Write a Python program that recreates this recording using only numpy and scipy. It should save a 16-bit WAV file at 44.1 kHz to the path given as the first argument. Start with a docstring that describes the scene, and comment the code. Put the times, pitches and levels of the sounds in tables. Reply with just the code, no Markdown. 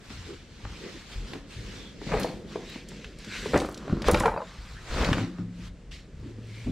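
"""A carpeted flat, from the hallway into the living room, on a closely spaced pair of microphones.
A man in socks walks through with a backpack and a nylon jacket. He sets the pack down close by, it
topples and something hard rattles inside; then he throws the jacket over a chair.
Each movement is one swell of cloth friction, heard wide, by way of the walls. Nearer the microphones,
heels thump and shake the floor and buckles tick; the small rooms ring briefly."""
import sys
import numpy as np
from scipy import signal
from scipy.fft import rfft, irfft, next_fast_len
from scipy.io import wavfile
from scipy.ndimage import uniform_filter1d

SR = 44100
rng = np.random.default_rng(int(sys.argv[2]) if len(sys.argv) > 2 else 0)


def file_out(sig):
    """Save sig as 16-bit WAV at sys.argv[1]."""
    # one column per channel
    cols = np.atleast_2d(sig).T
    # limit, then scale
    lim = np.clip(cols, -1, 1)
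    pcm = np.round(lim * 32767).astype(np.int16)
    wavfile.write(sys.argv[1], SR, pcm)


N = 296251
TIME = np.arange(N) / SR

# Levels are relative within a table; each source has its own gain as well.
# room tone of the flat: frequency_hz, gain_db
AIR_SPECTRUM = [(15, -35), (25, -6), (49, -6), (95, -6), (186, -4.5), (415, -17), (475, -13.5),
                (879, -24.5), (2070, -24), (4620, -32), (7680, -36), (12800, -59), (15000, -71)]
# shuddering floor and pushed air: frequency_hz, gain_db
RUMBLE_SPECTRUM = [(10, -22), (25, -5.5), (42, 8.5), (65, 0.5), (100, -5), (150, -3.5), (300, -70)]
# soles, padding and the load in the pack dragging: peak_s, rise_s, fall_s, level_db
DRAGS = [(.84, 0.23, 0.15, -44), (1.33, 0.23, 0.13, -43.5), (1.75, 0.3, 0.17, -42), (2.21, 0.24, .6, -37.5),
         (2.95, 0.11, 0.54, -44.5), (3.5, 0.14, 0.19, -35.5), (3.929, 0.16, .15, -35.5),
         (4.25, 0.048, 0.037, -45), (4.38, .06, .04, -48), (5.14, 0.026, 0.14, -37),
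         (6.45, .35, 0.93, -48.5)]
# friction heard through padding: frequency_hz, gain_db
PADDING_SPECTRUM = [(70, -28), (140, 2), (195, 7), (260, 1), (350, -0.5), (490, -3), (650, -12), (900, -36),
                    (1500, -60)]
# a sweep of nylon per swing of an arm or the pack: peak_s, rise_s, fall_s, level_db, full_db, crisp_db
NYLON_SWEEPS = [(.06, 0.066, 0.094, -55, -2, -9), (.115, 0.026, 0.18, -47.5, -3, -13.5),
                (.28, 0.079, 0.14, -50, -1.5, -14), (.88, 0.35, 0.29, -48, -3, -14),
                (1.13, .06, 0.088, -48.5, -1.5, -10.5), (1.33, 0.15, 0.075, -49, 0, -12),
                (1.515, 0.025, 0.16, -51, -4, -9), (1.75, 0.24, 0.19, -48, -3.5, -13.5),
                (2.1, 0.1, 0.16, -44, -8, -16), (2.209, 0.12, 0.16, -45.5, -3, -12),
                (2.54, 0.077, 0.094, -49.5, -0.5, -14), (2.74, 0.15, 0.1, -45.5, -6.5, -16),
                (2.92, 0.045, 0.26, -49.5, -6, -17), (3.21, .03, .1, -49.5, -5, -17),
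                (3.37, 0.098, 0.17, -39, -6, -14.5), (3.56, 0.22, 0.12, -43, -7, -9),
                (3.9, 0.18, 0.27, -52.5, 5.5, -16), (4.075, 0.022, 0.033, -33, -10, -15),
                (4.165, 0.056, 0.065, -40.5, 6, -21), (4.265, 0.065, 0.051, -48.5, 8, -12),
                (4.48, 0.09, 0.23, -52, 0.5, -15), (4.73, 0.2, 0.13, -53, -0.5, -9.5),
                (5.02, 0.14, .18, -37, 0, -12), (5.19, 0.024, 0.062, -43.5, 0, -15),
                (5.39, 0.052, 0.062, -59.5, 5.5, -13), (5.67, .12, .025, -51.5, -3, -11.5),
                (5.916, .004, .085, -46, -7.5, -15), (6.291, 0.12, 0.065, -60, 0.5, -12),
                (6.6, 0.18, 0.22, -52.5, -5.5, -10.5)]
# nylon sliding on nylon: frequency_hz, gain_db
NYLON_SPECTRUM = [(300, -52), (700, -1), (1300, 4), (2200, 2), (3000, 0.5), (4200, -0.5), (5500, -5.5),
                  (7600, -11.5), (9500, -25.5), (12500, -30), (16000, -44)]
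# soft knocks of feet, pack and chair: start_s, level_db, pitch_hz, hardness_db, t60_s
SOFT_KNOCKS = [(.104, -32.5, 215, -16, 0.064), (.65, -37, 256, 1, 0.032), (1.334, -30, 143, -5, .04),
               (1.353, -31.5, 285, -11, 0.067), (2.015, -28.5, 304, -10.5, 0.079),
               (2.066, -21.5, 199, -23, .055), (2.12, -21.5, 176, -10, .1), (2.139, -15, 425, -10.5, 0.061),
               (2.214, -20, 196, -17, 0.08), (2.2451, -12, 490, -18, 0.028), (2.263, -25.5, 414, -19, .066),
               (2.5568, -19.5, 416, -19.5, 0.02), (2.758, -28, 219, -11.5, 0.031),
               (2.917, -29.5, 205, -14, 0.042), (3.27, -28.5, 208, -31, 0.07), (3.458, -19, 420, -12, .045),
               (3.534, -16.5, 480, -10, .039), (3.542, -14.5, 291, -3, 0.067),
               (3.559, -10, 384, -20, 0.025), (3.617, -24.5, 460, -7, 0.067),
               (3.647, -26.5, 330, -2.5, 0.031), (3.688, -27, 510, -9, 0.035),
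               (3.879, -23, 413, -15, 0.027), (3.896, -20, 137, -16, 0.094), (3.926, -7.5, 175, -27, 0.033),
               (3.968, -19.5, 205, -18, .05), (4.084, -10.5, 428, -5.5, 0.064),
               (4.093, -16.5, 512, -4.5, 0.043), (4.136, -7.5, 202, -26, .026),
               (4.205, -19, 204, -2.5, 0.066), (5.087, -16.5, 162, -8.5, .029),
               (5.181, -23.5, 256, -3, .04), (5.384, -34.5, 320, -7.5, .043), (6.383, -34, 247, -23, .07),
               (6.667, -21.5, 262, -32, .05), (6.688, -22, 184, -43, 0.043)]
# buckles, zip pulls and snapping folds: start_s, level_db, pitch_hz, breadth_db
BUCKLE_TICKS = [(.104, -37, 2000, 1), (.651, -37, 1230, -17.5), (1.334, -30, 2910, -3),
                (2.198, -33.5, 10500, -1), (2.232, -27.5, 4250, -9), (2.698, -53, 11000, 13),
                (2.887, -37.5, 7300, -11), (3.044, -31, 2650, -20), (3.187, -43, 7400, -16),
                (3.246, -36.5, 4530, -8), (3.5405, -24, 1470, -18), (3.5645, -23.5, 1930, -16),
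                (3.576, -27.5, 6400, -0.5), (3.578, -23.5, 1790, 0), (3.601, -24.5, 3850, 0),
                (3.693, -48, 10900, 2), (3.744, -33, 5800, -13), (3.776, -35, 5600, -6),
                (4.02, -29, 4230, -1), (4.043, -25.5, 1800, -5), (4.083, -28, 6040, 8),
                (4.113, -21.5, 9200, -3), (4.1447, -13, 2370, -2), (4.199, -23.5, 7100, -10),
                (4.258, -12, 1390, -10), (5.046, -21, 3300, -17), (5.13, -13.5, 1950, 2)]
# heels and heavy landings on the floor: start_s, level_db, pitch_hz, t60_s, overtone_db
FLOOR_THUMPS = [(.105, -41, 64.1, 0.67, -5), (0.181, -37, 88, 0.53, -22), (.639, -29.5, 53, 0.23, -2.5),
                (1.158, -29, 45.3, .42, -7.5), (1.552, -36, 57.3, 1, -2.5), (1.989, -46, 58, 0.35, -10),
                (2.136, -33, 55.4, 0.17, -3), (2.339, -37.5, 50.5, 0.58, -9), (2.691, -47, 49.4, 0.74, -24),
                (3.055, -33, 53.6, .31, -22), (3.38, -40, 46, 0.74, -2), (3.534, -21.5, 76.7, 0.17, -5.5),
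                (3.924, -20, 80.5, 0.059, -19), (4.124, -13, 84, .075, -3), (4.586, -30, 52, 0.2, -21),
                (4.711, -34.5, 54.4, 0.55, -12), (4.9, -28.5, 36, 0.72, -10),
                (5.01, -16.5, 61.7, 0.14, -20), (5.103, -22.5, 69.3, .18, 2), (5.618, -32, 55, 0.18, -14),
                (5.889, -40, 41.9, 0.76, -7.5), (6.132, -37.5, 75.2, 0.73, -4), (6.65, -32, 55.6, .5, -10)]
# socks pushing off the carpet: start_s, length_s, level_db, first_pitch_hz, last_pitch_hz
SOCK_SCUFFS = [(.24, 0.15, -42, 403, 343), (.79, 0.14, -41, 333, 444), (.93, 0.066, -44, 297, 274),
               (1.3, 0.089, -41, 377, 306), (2.53, 0.11, -44, 470, 329), (6.2, 0.16, -41.5, 265, 298),
               (6.65, 0.078, -31, 270.7, 241)]
# ribbed weave zipping as it slides: start_s, length_s, level_db, first_pitch_hz, last_pitch_hz
WEAVE_SLIDES = [(1.68, 0.3, -53, 3640, 3300), (2.06, 0.32, -51, 4260, 4370),
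                (2.62, 0.17, -52.5, 3520, 4170), (3.16, 0.42, -47, 1690, 1450),
                (3.28, 0.15, -44, 2272, 1957), (4.73, .1, -49.5, 1350, 2010), (6.42, 0.34, -55, 2137, 2334)]
# the pack swung off, landing and falling, then the jacket landing: peak_s, rise_s, fall_s, level_db
CRUMPLES = [(2.145, 0.047, 0.072, -28.5), (3.56, 0.023, 0.023, -23.5), (3.64, 0.036, 0.027, -42),
            (4.022, .005, .03, -37), (4.09, 0.03, 0.035, -24.5), (4.16, 0.039, 0.029, -38),
            (4.264, 0.041, .045, -32), (5.025, 0.089, .12, -28), (5.19, 0.033, 0.039, -34.5)]
# heavy fabric folding: frequency_hz, gain_db
CANVAS_SPECTRUM = [(50, 2), (110, -14), (185, 9.5), (280, 1), (410, 3.5), (540, 6), (750, -1.5), (1000, -3),
                   (1500, -6), (2500, -10.5), (5000, -59)]
# jolts of the pack that set its zip pulls jingling: start_s, length_s, level_db
PACK_JOLTS = [(2.195, 0.077, -38), (3.569, .17, -37.5), (4.11, .17, -32)]
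# a hard thing tumbling inside the fallen pack: start_s, level_db
TUMBLES = [(4.144, -15.5), (4.204, -21.5), (4.235, -16.5), (4.256, -11), (4.279, -14.5), (4.362, -27),
           (4.375, -22)]
# its hollow modes: pitch_hz, level_db, t60_s
HOLLOW_MODES = [(510, 6, 0.042), (614, 0, 0.11), (740, 4.5, 0.025), (930, 9.5, 0.034), (1230, 7.5, 0.013),
                (1450, 2.5, 0.021), (1790, -0.5, 0.01), (2640, -11, .02), (4280, -21, 0.061)]
# the jacket and a hand landing on the chair: start_s, level_db
CHAIR_BUMPS = [(5.11, -21.5), (5.168, -30), (5.205, -23.5), (5.388, -28), (5.582, -39.5)]
# modes of the chair: pitch_hz, level_db, t60_s
CHAIR_MODES = [(107.9, -6, 0.46), (178, -5, 0.71), (205, -8, 0.42), (247.5, -1, 0.13), (285, -3, 0.13),
               (338, -8.5, 0.2), (420, -32, 0.088)]
# a low boom as he nears the microphones: time_s, level_db
BOOM_SWELL = [(6.2, -48), (6.45, -42), (6.72, -41)]
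# decay of the room: frequency_hz, t60_s
ROOM_DECAY = [(60, 0.19), (200, 0.74), (500, 0.49), (2000, 0.44), (6000, 0.48), (14000, 0.5)]
# stereo side signal of the distant rustle: frequency_hz, gain_db
FAR_SIDE = [(30, -17), (80, -18), (250, -10), (700, -10), (2000, -8), (6000, -2), (14000, 0)]
# stereo side signal of the nearby blows: frequency_hz, gain_db
NEAR_SIDE = [(30, -26), (80, -23), (250, -22), (700, -19), (2000, -16), (6000, -4), (14000, 1)]
# the bare hallway surrounds the microphones, the carpeted living room much less: time_s, width_db
ROOM_WIDTH = [(0, 0), (2.1, 0), (2.6, -5), (3.4, -9), (4.45, -9), (4.95, -1), (5.3, -1), (5.7, -4),
              (6.72, -5)]
# balance of the pair: frequency_hz, left_over_right_db
MIC_BALANCE = [(100, 0), (1000, 0), (2400, 1), (4500, -.3), (8000, -1.3), (13000, -2.8)]


def amp(db):
    return 10 ** (np.asarray(db) / 20)


def unit(x):
    return x / np.sqrt(np.mean(x ** 2) + 1e-20)


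def value_at(points, hz):
    frequency, value = np.transpose(points)
    return np.interp(np.log(hz + 1), np.log(frequency + 1), value)


def colour(x, spectrum):
    """Filters by rows of frequency_hz, gain_db."""
    size = next_fast_len(len(x) + 4096)
    gain = amp(value_at(spectrum, np.fft.rfftfreq(size, 1 / SR)))
    return irfft(rfft(x, size) * gain, size)[:len(x)]


def band(x, lo_hz, hi_hz, order=2):
    edges = np.clip([lo_hz, hi_hz], 5, SR * .49)
    return signal.sosfilt(signal.butter(order, edges, "band", fs=SR, output="sos"), x)


def fader(rows):
    """Gain from rows of time_s, level_db; silent outside them."""
    s, db = np.transpose(rows)
    return amp(np.interp(TIME, s, db)) * (TIME >= s[0]) * (TIME <= s[-1])


def fade(t, t60):
    return np.exp(-np.log(1000) * t / max(t60, 1e-3))


def add(mix, start_s, sound):
    part = mix[max(round(start_s * SR), 0):][:len(sound)]
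    part += sound[:len(part)]


def struck(x):
    """Scales a hit so that its loudest 4 ms have power 1."""
    return x / np.sqrt(uniform_filter1d(x ** 2, size=176).max())


def swells(peak_s, rise_s, fall_s, db, roundness=1.59):
    """Each movement gains 10 dB over its rise and loses 10 dB over its fall; overlaps add in power."""
    clock = TIME[::32]
    t = clock[:, None] - peak_s
    away = abs(t) / np.maximum(np.where(t < 0, rise_s, fall_s), 1e-3)
    return np.interp(TIME, clock, np.linalg.norm(amp(db - 10 * away ** roundness), axis=1))


def friction(per_s, spread_db, hiss):
    """Tiny slips of uneven size over a smooth hiss."""
    slipping = rng.random(N) < per_s / SR
    sizes = amp(spread_db * np.minimum(rng.exponential(1, N), 3))
    slips = slipping * sizes * rng.choice([-1, 1], N)
    return unit(unit(slips) + hiss * rng.standard_normal(N))


def shifting_folds(x, depth_db):
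    """Folds come and go: each lifts a patch of the spectrum for some tens of ms."""
    spectra = signal.stft(x, nperseg=512)[2]
    patches = uniform_filter1d(rng.standard_normal(spectra.shape), size=7, axis=0)
    patches = unit(uniform_filter1d(patches, size=6, axis=1))
    return signal.istft(spectra * amp(depth_db * patches), nperseg=512)[1][:N]


def ringing(hits, modes, scrape_gain, scrape_t60, detune):
    """A first contact and a short scrape wake the modes, which shift with the point of contact."""
    out, t = np.zeros(N), TIME[:SR * 3 // 4]
    for start_s, db in hits:
        shift = 1 + detune * rng.uniform(-1.12, 1, len(modes))
        ring = sum(amp(mode_db) * np.sin(2 * np.pi * hz * shift[k] * t) * fade(t, t60) * (-1) ** k
                   for k, (hz, mode_db, t60) in enumerate(modes))
        scrape = rng.standard_normal(len(t)) * fade(t, scrape_t60)
        force = (t == 0) + scrape_gain * scrape / np.linalg.norm(scrape)
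        add(out, start_s, amp(db) * struck(signal.fftconvolve(force, ring)[:len(t)]))
    return out


def room_tone():
    """The still air of the flat, a steady low hush."""
    return amp(-54.5) * unit(colour(rng.standard_normal(N), AIR_SPECTRUM))


def rumble(delay_s=0.031, fall_s=0.13, rest_db=-50.5):
    """Over a constant rumble, the floor shudders with each thump's energy and swung fabric pushes air."""
    start_s, db, _, t60, _ = np.transpose(FLOOR_THUMPS)
    energy_db = db + 10 * np.log10(t60)
    shudder = swells(start_s + delay_s, delay_s / 2, fall_s, energy_db - 6.5)
    draught = amp(-4) * swells(*np.transpose(CRUMPLES))
    gain = np.sqrt(shudder ** 2 + draught ** 2 + amp(rest_db) ** 2)
    return gain * unit(colour(rng.standard_normal(N), RUMBLE_SPECTRUM))


def padding_rub(rest_db=-53.5):
    """Muffled friction through padding and carpet; the body is never quite still."""
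    drag = np.hypot(swells(*np.transpose(DRAGS)), amp(rest_db))
    slips = friction(per_s=300, spread_db=0.72, hiss=1.0)
    return amp(-3.5) * drag * unit(colour(slips, PADDING_SPECTRUM))


def nylon_swish():
    """Nylon friction; broad folds fill the low end, taut ones crisp the top and their creases pop."""
    *timing, db, full_db, crisp_db = np.transpose(NYLON_SWEEPS)
    slips = friction(per_s=4000, spread_db=2.7, hiss=0.88)
    nylon = colour(shifting_folds(slips, depth_db=1.8), NYLON_SPECTRUM)
    low = colour(nylon, [(1500, 2.5), (2200, -25.5)])
    high = colour(nylon, [(6500, -28), (8500, -1.5)])
    pops = friction(per_s=110, spread_db=4.1, hiss=0)
    crackle = unit(band(shifting_folds(pops, depth_db=5), 3000, 8500))
    return (amp(-1.5) * swells(*timing, db) * unit(nylon - low - high)
            + amp(-1.3) * swells(*timing, db + full_db) * unit(low)
            + amp(-5.5) * swells(*timing, db + crisp_db) * (unit(high) + amp(-5) * crackle))


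def soft_knocks():
    """A damped hollow tone, a dull scatter from what lies around it, and a slap on hard contact."""
    out, t = np.zeros(N), TIME[:SR // 3]
    for start_s, db, hz, hard_db, t60 in SOFT_KNOCKS:
        scatter_noise, slap_noise = rng.standard_normal((2, len(t)))
        press = 1 - np.exp(-t * hz / .5)  # soft, low blows build up more slowly
        tone = struck(np.sin(2 * np.pi * hz * t) * fade(t, t60) * press)
        scatter = struck(band(scatter_noise * fade(t, 0.99 * t60) * press, 0.5 * hz, 1.745 * hz, order=3))
        slap = struck(band(slap_noise * fade(t, 0.012) * press, 460, 1390))
        add(out, start_s, amp(db - 5) * (0.66 * tone + .5 * scatter + amp(hard_db + 2.5) * slap))
    return out


def ticks(contacts, t60=0.017):
    """Small hard parts touch: a pair of brief modes, a little chatter and a sharp snap."""
    out, t = np.zeros(N), TIME[:SR // 8]
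    for start_s, db, hz, breadth_db in contacts:
        chatter_noise, snap_noise = rng.standard_normal((2, len(t)))
        modes = np.sin(2 * np.pi * hz * t) + 0.73 * np.sin(2 * np.pi * 0.57 * hz * t)
        ring = struck(modes * fade(t, t60))
        chatter = struck(band(chatter_noise * fade(t, 2.3 * t60), 0.48 * hz, 1.24 * hz))
        burst = snap_noise * (fade(t, 0.006) + 0.35 * fade(t, t60))
        snap = struck(band(burst, 0.22 * hz, 1.77 * hz, order=3))
        add(out, start_s, amp(db - 6) * (.5 * ring + 0.82 * chatter + amp(breadth_db - 6.5) * snap))
    return out


def floor_thumps(attack_s=0.0032):
    """A blow bends the floor, which swings with one overtone."""
    out, t = np.zeros(N), TIME[:SR]
    for start_s, db, hz, t60, overtone_db in FLOOR_THUMPS:
        swing = np.sin(2 * np.pi * hz * t) + amp(overtone_db) * np.sin(2 * np.pi * 1.9 * hz * t)
        add(out, start_s, amp(db) * swing * fade(t, t60) * (1 - np.exp(-t / attack_s)))
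    return out


def sliding_cloth(strokes, width_hz):
    """A sock or ribbed weave slides: each stroke swells and fades, its fuzzy pitch following the speed."""
    out = np.zeros(N)
    lowpass = signal.butter(2, width_hz / 2, fs=SR, output="sos")
    for start_s, length_s, db, first_hz, last_hz in strokes:
        n = round(length_s * SR)
        real, imaginary = rng.standard_normal((2, SR))
        fuzz = signal.sosfilt(lowpass, real + 1j * imaginary)[-n:]
        glide = np.exp(2j * np.pi * np.cumsum(np.linspace(first_hz, last_hz, n)) / SR)
        add(out, start_s, amp(db) * unit((fuzz * glide).real) * np.hanning(n))
    return out


def canvas_crumple():
    """Stiff folds buckle one after another, and the coated shell crackles with them."""
    crackle = unit(band(friction(per_s=160, spread_db=6.8, hiss=0), 3200, 11000))
    folds = unit(colour(friction(per_s=700, spread_db=4.0, hiss=0.48), CANVAS_SPECTRUM))
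    return swells(*np.transpose(CRUMPLES)) * (folds + amp(-38) * crackle)


def zip_pull_contacts(count=8, lo_hz=5530, hi_hz=11000, fade_db=11, spread_db=3, breadth_db=-17):
    """Zip pulls touch at random and ever more lightly after a jolt: rows for ticks()."""
    contacts = []
    for start_s, length_s, jolt_db in PACK_JOLTS:
        for k, (when, size, pitch) in enumerate(rng.random((count, 3))):
            progress = (k + when) / count
            db = jolt_db - fade_db * progress + spread_db * (2 * size - 1)
            hz = lo_hz * (hi_hz / lo_hz) ** pitch
            contacts.append((start_s + progress * length_s, db, hz, breadth_db))
    return contacts


def pack_rattle(rock_start_s=4.298, rocks=7, gap_s=0.02, rock_db=-22.5, fall_db_per_s=35):
    """A hard, hollow thing tumbles in the pack, then rocks to rest in uneven, weakening contacts."""
    delays = gap_s * (np.arange(rocks) + 0.253 * rng.uniform(-0.993, 1, rocks))
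    rocking = [(rock_start_s + t, rock_db - fall_db_per_s * t) for t in delays]
    return ringing(TUMBLES + rocking, HOLLOW_MODES, scrape_gain=0.93, scrape_t60=0.079, detune=0.11)


def chair_bumps():
    """The chair rings low as the jacket and a hand land on it."""
    return ringing(CHAIR_BUMPS, CHAIR_MODES, scrape_gain=0.89, scrape_t60=0.46, detune=0.0066)


def boom(pitch_hz=111):
    """One low mode, wavering a little, swells as he comes near."""
    waver = unit(band(rng.standard_normal(N), 2, 17))
    phase = 2 * np.pi * np.cumsum(pitch_hz * (1 + 0.049 * waver)) / SR
    return fader(BOOM_SWELL) * np.sqrt(2) * np.sin(phase)


def distant_rustle():
    """Air, cloth and soles, heard by way of the walls; each call is a new, unrelated mix of paths."""
    return (room_tone() + nylon_swish() + sliding_cloth(WEAVE_SLIDES, width_hz=310)
            + padding_rub() + sliding_cloth(SOCK_SCUFFS, width_hz=146))


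def room_reverb(x):
    """Dense reflections of a small furnished room; the low mids ring longest."""
    hz, t, spectra = signal.stft(rng.standard_normal(SR // 2), SR, nperseg=256)
    decay = 10 ** (-3 * t / value_at(ROOM_DECAY, hz)[:, None])
    tail = signal.istft(spectra * decay, SR, nperseg=256)[1]
    tail *= np.clip(TIME[:len(tail)] / 0.0086 - .5, 0, 1)  # reflections build up after a short gap
    return signal.fftconvolve(x, tail / np.linalg.norm(tail))[:N]


def first_reflections(x):
    """What the two microphones hear differently of a near sound."""
    paths = rng.standard_normal(SR // 20) * fade(TIME[:SR // 20], 0.025)
    return signal.fftconvolve(x, paths / np.linalg.norm(paths))[:N]


def microphone_pair(far, near):
    """Closely spaced microphones: alike in the bass, parted in the treble, most for distant sound."""
    mid = far + near
    lag = -.25 * np.gradient(mid)  # at full width the left hears half a sample later
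    around = colour(distant_rustle(), FAR_SIDE)
    treble = colour(around, [(4500, -30), (7500, 0)])  # short waves part the pair in any room
    reflections = colour(first_reflections(near), NEAR_SIDE)
    side = fader(ROOM_WIDTH) * (around - treble + reflections + lag) + treble
    return np.array([colour(mid + sign * side, [(hz, sign * db / 2) for hz, db in MIC_BALANCE])
                     for sign in (1, -1)])


def scene():
    """Blows and crumpling sound close to the microphones and wake the room; the rustle surrounds them."""
    knock = soft_knocks()
    tick = ticks(BUCKLE_TICKS + zip_pull_contacts())
    crumple = canvas_crumple()
    rattle = amp(-5.5) * pack_rattle()
    chair = chair_bumps()
    reverb = room_reverb(amp(-6) * knock + amp(-10.5) * tick + amp(-19.5) * rattle + amp(-14) * crumple)
    drum = amp(-4.5) * band(knock + crumple, 178, 180)  # a low mode of the room rings briefly under each blow
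    far = distant_rustle()
    near = crumple + floor_thumps() + rumble() + knock + drum + tick + rattle + chair + boom() + reverb
    return microphone_pair(far, near)


def record(dry):
    """The recorder's band limit."""
    lowpass = signal.firwin(511, cutoff=15900, window=("kaiser", 9), fs=SR)
    return signal.oaconvolve(dry, lowpass[None], "same")


dry = scene()
out = record(dry)
file_out(out)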